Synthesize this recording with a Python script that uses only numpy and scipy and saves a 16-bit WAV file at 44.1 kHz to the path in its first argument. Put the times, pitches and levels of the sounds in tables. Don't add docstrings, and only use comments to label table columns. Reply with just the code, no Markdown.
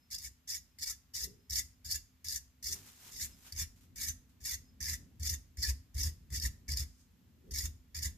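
import sys
import numpy as np
from scipy import signal
from scipy.fft import rfft, irfft, next_fast_len
from scipy.io import wavfile
from scipy.ndimage import map_coordinates

SR = 44100
rng = np.random.default_rng(int(sys.argv[2]) if len(sys.argv) > 2 else 0)


def to_wav(sig):
    pcm = np.clip(np.atleast_2d(sig), -1, 1) * 32767
    pcm = np.round(pcm).astype(np.int16)
    wavfile.write(sys.argv[1], SR, pcm.T)


N = 360297
T = np.arange(N) / SR

# start_s, length_s, skim_s, skim_db, scrape_db, bend_db, twang_db, land_db, shove_db
STROKES = [ (0.104, 0.17, 0.0049, -59, -49, -15, 1.5, -56, -48),
           (0.475, 0.1, 0.02, -52, -45.5, -14.5, -0.5, -63, -61),
           (0.786, 0.14, 0.027, -55.5, -45.5, -14, 1.5, -56, -53.5),
           (1.136, 0.12, 0.0045, -60.5, -45, -16.5, 2.5, -56, -45.5),
           (1.497, 0.11, 0.028, -51.5, -41.5, -17, 1, -40.5, -42.5),
           (1.846, 0.12, 0.053, -53.5, -42, -18.5, 2.5, -42.5, -42.5),
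           (2.245, 0.13, 0.051, -49, -45, -17, 1, -48.5, -46),
           (2.627, 0.12, 0.017, -51.5, -45, -18.5, 0, -54, -45.5),
           (3.116, 0.14, 0.082, -52.5, -44.5, -15.5, -4, -60, -43.5),
           (3.522, .115, 0.045, -55.5, -44.5, -11, -2.5, -40, -36),
           (3.958, 0.15, 0.032, -53, -43, -13, -5, -46, -37),
           (4.403, .151, 0.038, -62, -43, -13.5, -3, -44.5, -42),
           (4.805, 0.14, 0.022, -54, -43.5, -10, 0, -37.5, -35),
           (5.197, .148, .045, -56.5, -43.5, -12.5, 0.5, -33, -30.5),
           (5.571, 0.14, 0.048, -56.5, -44, -11, 4, -36, -26),
           (5.944, 0.14, 0.029, -57, -44, -14, -0.5, -29.5, -26.5),
           (6.303, 0.17, 0.028, -60, -43.5, -11.5, 0.5, -30.5, -26.5),
           (6.681, 0.15, 0.067, -50, -47, -11, 4.5, -26.5, -30.5),
           (7.509, 0.16, 0.033, -56.5, -45, -13, -0.5, -33.5, -29),
           (7.947, 0.14, .07, -49.5, -45.5, -10, 0.5, -37, -32), ]
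# frequency_hz, level_db
CLOTH_SPECTRUM = [(250, -5), (500, -9.5), (900, -4), (2500, -4), (4000, -3), (7000, 0), (9000, -5.5),
                  (14500, -2.5)]


def amp(db):
    return 10 ** (np.asarray(db) / 20)


def unit(x):
    return x / np.sqrt(np.mean(x ** 2) + 1e-20)


def along(points, hz):
    f, v = np.transpose(points)
    return np.interp(np.log(hz + 1), np.log(f + 1), v)


def wobble(rate):
    knots = rng.standard_normal(int(N * rate / SR) + 4)
    return map_coordinates(knots, [T * rate])


def filtered(x, response):
    m = next_fast_len(N + SR)
    hz = np.fft.rfftfreq(m, 1 / SR)
    return irfft(rfft(x, m) * response(hz), m)[..., :N]


def coloured(x, spectrum):
    return filtered(x, lambda hz: unit(amp(along(spectrum, hz))))


def ringing(x, modes):
    def response(f):
        h = sum(amp(db) * 1j * f * width / (centre * centre - f * f + 1j * f * width)
                for centre, width, db in modes)
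        return h / np.sqrt(np.mean(abs(h) ** 2))
    return filtered(x, response)


def noise():
    # frequency_hz, share
    likeness = [(70, 0.93), (250, 0.8), (600, 0.36), (1200, 0.033), (2200, 0.39), (4500, 0.066), (14000, 0)]

    def mid_side(hz):
        turn = np.arccos(np.clip(along(likeness, hz), -1, 1)) / 2
        return np.array([np.cos(turn), np.sin(turn)])
    mid, side = filtered(rng.standard_normal((2, N)), mid_side)
    return np.array([mid + side, mid - side])


def swells(rows):
    gain = 0
    for s, db, rise, fall in rows:
        drop = np.maximum((s - T) * rise, (T - s) * fall)
        gain = gain + amp(db - np.minimum(drop, 100))
    return gain


def slips(rate, spread_db, life):
    happens = rng.random(N) < rate / SR
    sizes = amp(spread_db * np.clip(rng.standard_normal(N), -2, 2)) * happens
    power = signal.lfilter([1], [1, -np.exp(-2 / (life * SR))], sizes ** 2)
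    return unit(np.sqrt(power))


def background(air_db, hum_db):
    # frequency_hz, level_db
    air_spectrum = [(25, -39), (75, 3), (130, -7.5), (250, -9), (340, -20), (430, -24), (600, -29),
                    (1100, -30), (2300, -31), (3400, -32.5), (6000, -34.5), (7500, -34), (8600, -44),
                    (11000, -36.5), (14500, -31.5)]
    # frequency_hz, level_db
    hum_tone = [(253, -74)]
    hum = sum(amp(db + 1.5 * wobble(5)) * np.sin(2 * np.pi * hz * T + .6 * wobble(8)) for hz, db in hum_tone)
    growth = amp(np.interp(T, [0, 4], [-7, 0]))
    air = amp(air_db) * coloured(noise(), air_spectrum)
    rumble = filtered(air, lambda hz: 1 / (1 + (hz / 600) ** 4))
    treble = air - rumble
    return treble + growth * (amp(3.4 * wobble(4.0)) * rumble + amp(hum_db) * hum)


def workshop(x, near_db, far_db, near_t60):
    # frequency_hz, t60_s
    shop_decay = [(100, 0.44), (1000, 0.69), (2000, 0.31), (4800, 0.32), (6300, 0.3), (9000, 0.32),
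                  (14000, 0.26)]
    hz, t, z = signal.stft(rng.standard_normal((2, SR * 3 // 4)), SR, nperseg=256)
    tail = signal.istft(z * amp(-60 * t / along(shop_decay, hz)[:, None]), SR, nperseg=256)[1]
    age = np.arange(tail.shape[1]) / SR
    near = rng.standard_normal(tail.shape) * amp(-60 * age / near_t60) * (age > .001)
    answer = amp(near_db) * near / np.linalg.norm(near[0]) + amp(far_db) * tail / np.linalg.norm(tail[0])
    return x + signal.fftconvolve(x, answer, axes=1)[:, :N]


def sleeve(level_db):
    # loudest_s, level_db, rise_db_per_s, fall_db_per_s
    slides = [(2.76, -54.5, 900, 153), (2.885, -57, 222.5, 206), (3.08, -53.5, 103, 140.5),
              (3.3, -63.5, 124, 117), (3.476, -54, 214, 258)]
    fibres = slips(rate=4000, spread_db=3, life=.002)
    return amp(level_db) * coloured(swells(slides) * fibres * noise(), CLOTH_SPECTRUM)


def grip(level_db):
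    # loudest_s, level_db, rise_db_per_s, fall_db_per_s
    chafes = [(1.275, -59, 202, 126), (2.70, -62.5, 702, 100), (3.14, -69.5, 198, 156),
              (7.485, -60.5, 210, 144.5)]
    handle = [(180, 0.5), (300, -8.5), (410, 3.0), (520, -13.0), (800, -37)]  # frequency_hz, level_db
    return amp(level_db) * coloured(swells(chafes) * noise(), handle)


def crumbs(level_db, t60):
    # start_s, level_db
    landings = [(3.76, -53.5), (3.7728, -58), (3.809, -53), (3.833, -56), (4.2936, -55.5)]
    patters = sum(amp(db - 60 * np.clip((T - s) / t60, 0, 2)) * (T >= s) for s, db in landings)
    return amp(level_db) * coloured(patters * noise(), CLOTH_SPECTRUM)


def loose_wires(length, level_db):
    # loudest_s, level_db, pitch_hz
    singing = [(0.06, -79, 5200), (0.731, -87, 5180), (1.43, -82, 5170), (2.08, -81, 6300),
               (3.34, -71.5, 5120), (4.68, -77, 5100)]
    # loudest_s, level_db, rise_db_per_s, fall_db_per_s
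    shivers = [(6.9, -72, 130, 127), (7.01, -69, 239.5, 240)]
    notes = 0
    for s, db, hz in singing:
        swell = amp(db - 6.8 * np.minimum(((T - s) / length) ** 2, 20))
        notes = notes + swell * np.sin(2 * np.pi * hz * T + 0.67 * wobble(110))
    shiver = ringing(swells(shivers) * noise(), [(5200, 300, -8), (6520, 1800, -5)])
    return amp(level_db + 6.2 * wobble(60)) * notes + shiver


def contact(start, end, rise, release):
    return np.clip((T - start) / rise + .5, 0, 1) * np.exp(-np.clip((T - end) / release, 0, 20))


def bench(swell, thump_db, knock_db, shake_db, shake_s):
    # frequency_hz, level_db
    knock_spectrum = [(25, -10), (50, 11.5), (90, 6), (125, -3), (170, -6), (210, -13), (260, -12.5),
                      (330, -20), (430, -25), (600, -35), (1200, -34.5)]
    low_hz, scatter = 71.26, 0.079
    shove_lead_s, midway_db = 0.0422, -7.5
    rebound_db, rebound_follows, rebound_lag_s = -31, 0.64, 0.0202
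    shake_follows = 0.31
    low, push, rub = np.zeros((3, N))
    all_detunes = rng.standard_normal((len(STROKES), 4))
    for (s, length, *_, land_db, shove_db), detunes in zip(STROKES, all_detunes):
        shove = s + length - shove_lead_s
        pushes = [(s, land_db),
                  ((s + shove) / 2, (land_db + shove_db) / 2 + midway_db),
                  (shove, shove_db),
                  (s + length + rebound_lag_s, rebound_db + rebound_follows * shove_db)]
        for (at, db), detune in zip(pushes, detunes):
            span = slice(round(at * SR), round(at * SR) + SR // 2)
            t = np.abs(T[span] - at)
            shape = amp(db) * (t / swell * np.exp(1 - t / swell)) ** 1.75
            low[span] += shape * np.sin(2 * np.pi * low_hz * np.exp(scatter * detune) * t)
            push[span] += shape
        rub += amp(shake_follows * shove_db) * contact(s, s + length, rise=0.028, release=shake_s)
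    panel = coloured((amp(knock_db) * push + amp(shake_db) * rub) * noise(), knock_spectrum)
    return amp(thump_db) * low + panel


def pressure(release):
    # centre_s, half_length_s, depth_db
    skips = [(0.172, 0.007, 16), (0.203, 0.016, 12), (0.854, 0.0055, 15), (3.545, .01, 11.5),
             (5.217, 0.0075, 6), (6.397, .016, 18.5), (6.757, 0.01, 13), (8.008, .012, 8.5),
             (8.082, .012, 8)]
    bite_s, lift_s, lift_db = 0.024, 0.012, 6.5
    swell_db, bend_grows_db = 3.5, 2
    light_bend_db = 3.5
    twang_peak, twang_fade_db, twang_peak_db = .38, 28, 2.5
    uneven_db, uneven_rate = 1.66, 70
    gains = np.zeros((3, N))
    for s, length, skim, skim_db, db, bend_db, twang_db, _, _ in STROKES:
        span = slice(round(s * SR), round((s + length + .1) * SR))
        t = T[span] - s
        way = np.minimum(t / length, 1)
        bite = np.clip((t - skim) / bite_s + .5, 0, 1)
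        ease = np.clip((t - length) / lift_s + 1, 0, 1)
        level = skim_db + bite * (db + swell_db * (way - .5) - skim_db) - lift_db * ease
        scrape = amp(level) * np.exp(-np.maximum(t - length, 0) / release)
        bend = amp(bend_db + bend_grows_db * (way - .5) + light_bend_db * (1 - bite + ease))
        twang = amp(twang_db + twang_peak_db - twang_fade_db * (way - twang_peak) ** 2)
        gains[:, span] += [scrape, scrape * bend, scrape * twang]
    skips_db = sum(db * np.exp(-np.minimum(((T - s) / half) ** 2, 20)) for s, half, db in skips)
    return gains * amp(uneven_db * wobble(uneven_rate) - skips_db)


def catches(scrape):
    # start_s, level_db
    big_snags = [(0.145, -38), (0.184, -44), (0.502, -35), (0.831, -40), (1.499, -39.5), (1.507, -34.5),
                 (1.534, -46), (1.912, -41), (2.285, -32.5), (2.324, -33.5), (2.642, -41), (3.524, -40.5),
                 (4.827, -36), (4.857, -44), (4.896, -34), (5.232, -40.5), (5.296, -35), (5.626, -37),
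                 (5.65, -42), (6.033, -34), (6.399, -35), (6.720, -33), (6.772, -32), (7.51, -51),
                 (7.538, -42.5), (7.587, -32), (7.965, -44.5), (8.029, -35.5)]
    rate, lesser_db = 16, -1
    at = np.flatnonzero(rng.random(N) < rate / SR)
    lesser = [(i / SR, scrape[i] * amp(lesser_db)) for i in at if scrape[i] > 0]
    return [(s, amp(db)) for s, db in big_snags] + lesser


def snags(rows, life, gain_db):
    kicks = np.zeros(N)
    for s, gain in rows:
        kicks[round(s * SR)] = gain * amp(gain_db)
    return signal.lfilter([1], [1, -np.exp(-1 / (life * SR))], kicks)


def flicks(force, rate, spread_db):
    at = np.flatnonzero(rng.random(N) < rate / SR)
    sizes = amp(spread_db * np.clip(rng.standard_normal(N), -2, 1.5))
    return [(i / SR, force[i] * sizes[i]) for i in at if force[i] > amp(-65)]


def twangs(rows, wire_hz, scatter, t60):
    out, t = np.zeros((2, N + SR)), np.arange(SR // 25) / SR
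    decay = amp(-60 * t / t60) * (1 - np.exp(-t / 0.00096))
    for (s, gain), (detune, lag, phase) in zip(rows, rng.standard_normal((len(rows), 3))):
        angle = 2 * np.pi * (wire_hz * np.exp(scatter * detune) * t + phase)
        out[:, round(s * SR):][:, :len(t)] += gain * decay * np.sin([angle + lag, angle - lag])
    return out[:, :N]


def patchy(x, depth_db):
    hz, t, z = signal.stft(x, SR, nperseg=512)
    field = rng.standard_normal((len(hz) // 2 + 2, len(t) // 4 + 2))
    places = np.mgrid[:len(hz), :len(t)] / np.reshape([2, 4], (2, 1, 1))
    gain = map_coordinates(field, places)
    depth = depth_db * along([(5500, 1), (9000, .3)], hz)[:, None]
    shifted = z * amp(depth * gain - depth ** 2 * np.log(10) / 20)
    return signal.istft(shifted, nperseg=512)[1][:, :N]


def brush(rasp_db, bend_db, steel_db, tuft_db, twang_db, free_db):
    # frequency_hz, level_db
    rasp_spectrum = [(1300, -72), (2500, -31.5), (3250, -17), (3700, -9.5), (4250, -9), (4800, -12),
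                     (5300, -3), (5900, 2), (7400, -2), (8400, -10), (10000, -8.5), (11700, -6),
                     (14500, -7)]
    bending_spectrum = [(400, -34), (750, -51), (1030, -9.5), (1170, -26), (1320, -9), (1500, -14),
                        (1720, 5), (1950, 7), (2250, 2.5), (2600, -8), (3500, -24.5)]
    tuft_spectrum = [(3000, -80), (4200, -7), (4750, 5), (5250, 5.5), (5700, -4.5), (6500, -34),
                     (9000, -53)]
    # frequency_hz, width_hz, level_db
    steel_modes = [(1042, 18, -29), (2010, 68, -11.5), (2750, 16, -10), (2958, 21, -13), (3524, 31, -2),
                   (4970, 38, -8), (6750, 89, 3), (7240, 70, -12.5), (9540, 48, -6), (13100, 50, -9)]
    wire_modes = [(5200, 2.7, -8), (5540, 3, -2), (6200, 6.1, -4), (6030, 1.8, 2), (6600, 3.9, 13)]
    scrape, bend, spring = pressure(release=.01)
    caught = catches(scrape)
    grain = unit(slips(rate=2800, spread_db=3.5, life=.0006) * amp(1.5 * wobble(190)))
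    snap = snags(caught, life=.003, gain_db=2)
    force = (scrape * grain + .5 * snap) * noise()
    rasp = amp(rasp_db) * patchy(coloured(force, rasp_spectrum), depth_db=6.0)
    bending = amp(bend_db) * patchy(coloured(bend * grain * noise(), bending_spectrum), depth_db=6.0)
    steel = amp(steel_db) * ringing(scrape * grain * noise(), steel_modes)
    flutter = coloured((amp(tuft_db) * spring * grain + .5 * snap) * noise(), tuft_spectrum)
    tufts = patchy(flutter, depth_db=3)
    flicked = flicks(spring, rate=350, spread_db=6.5)
    twang = amp(twang_db) * twangs(flicked, wire_hz=5192, scatter=0.062, t60=0.019)
    louder = [(s, gain * amp(5)) for s, gain in caught]
    snagged = twangs(louder, wire_hz=5120, scatter=.04, t60=.022)
    free = amp(free_db + 3.6 * wobble(24)) * ringing(force, wire_modes)
    return rasp + bending + steel + tufts + twang + snagged + free


def scene():
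    room = background(air_db=-64.5, hum_db=0)
    small = sleeve(level_db=2.0) + grip(level_db=3.5) + crumbs(level_db=-13.5, t60=0.21)
    small = small + loose_wires(length=0.04, level_db=3.5)
    thuds = bench(swell=0.025, thump_db=-3, knock_db=-15, shake_db=-49.5, shake_s=0.16)
    scrub = brush(rasp_db=4.5, bend_db=3.5, steel_db=-7.5, tuft_db=-3.5, twang_db=2.5, free_db=-44)
    scrub = workshop(scrub, near_db=-6.5, far_db=-14, near_t60=0.063)
    return scrub + thuds + small + room


def record(dry):
    top_hz = 14600
    return filtered(dry, lambda hz: 1 / (1 + (hz / top_hz) ** 160))


dry = scene()
out = record(dry)
to_wav(out)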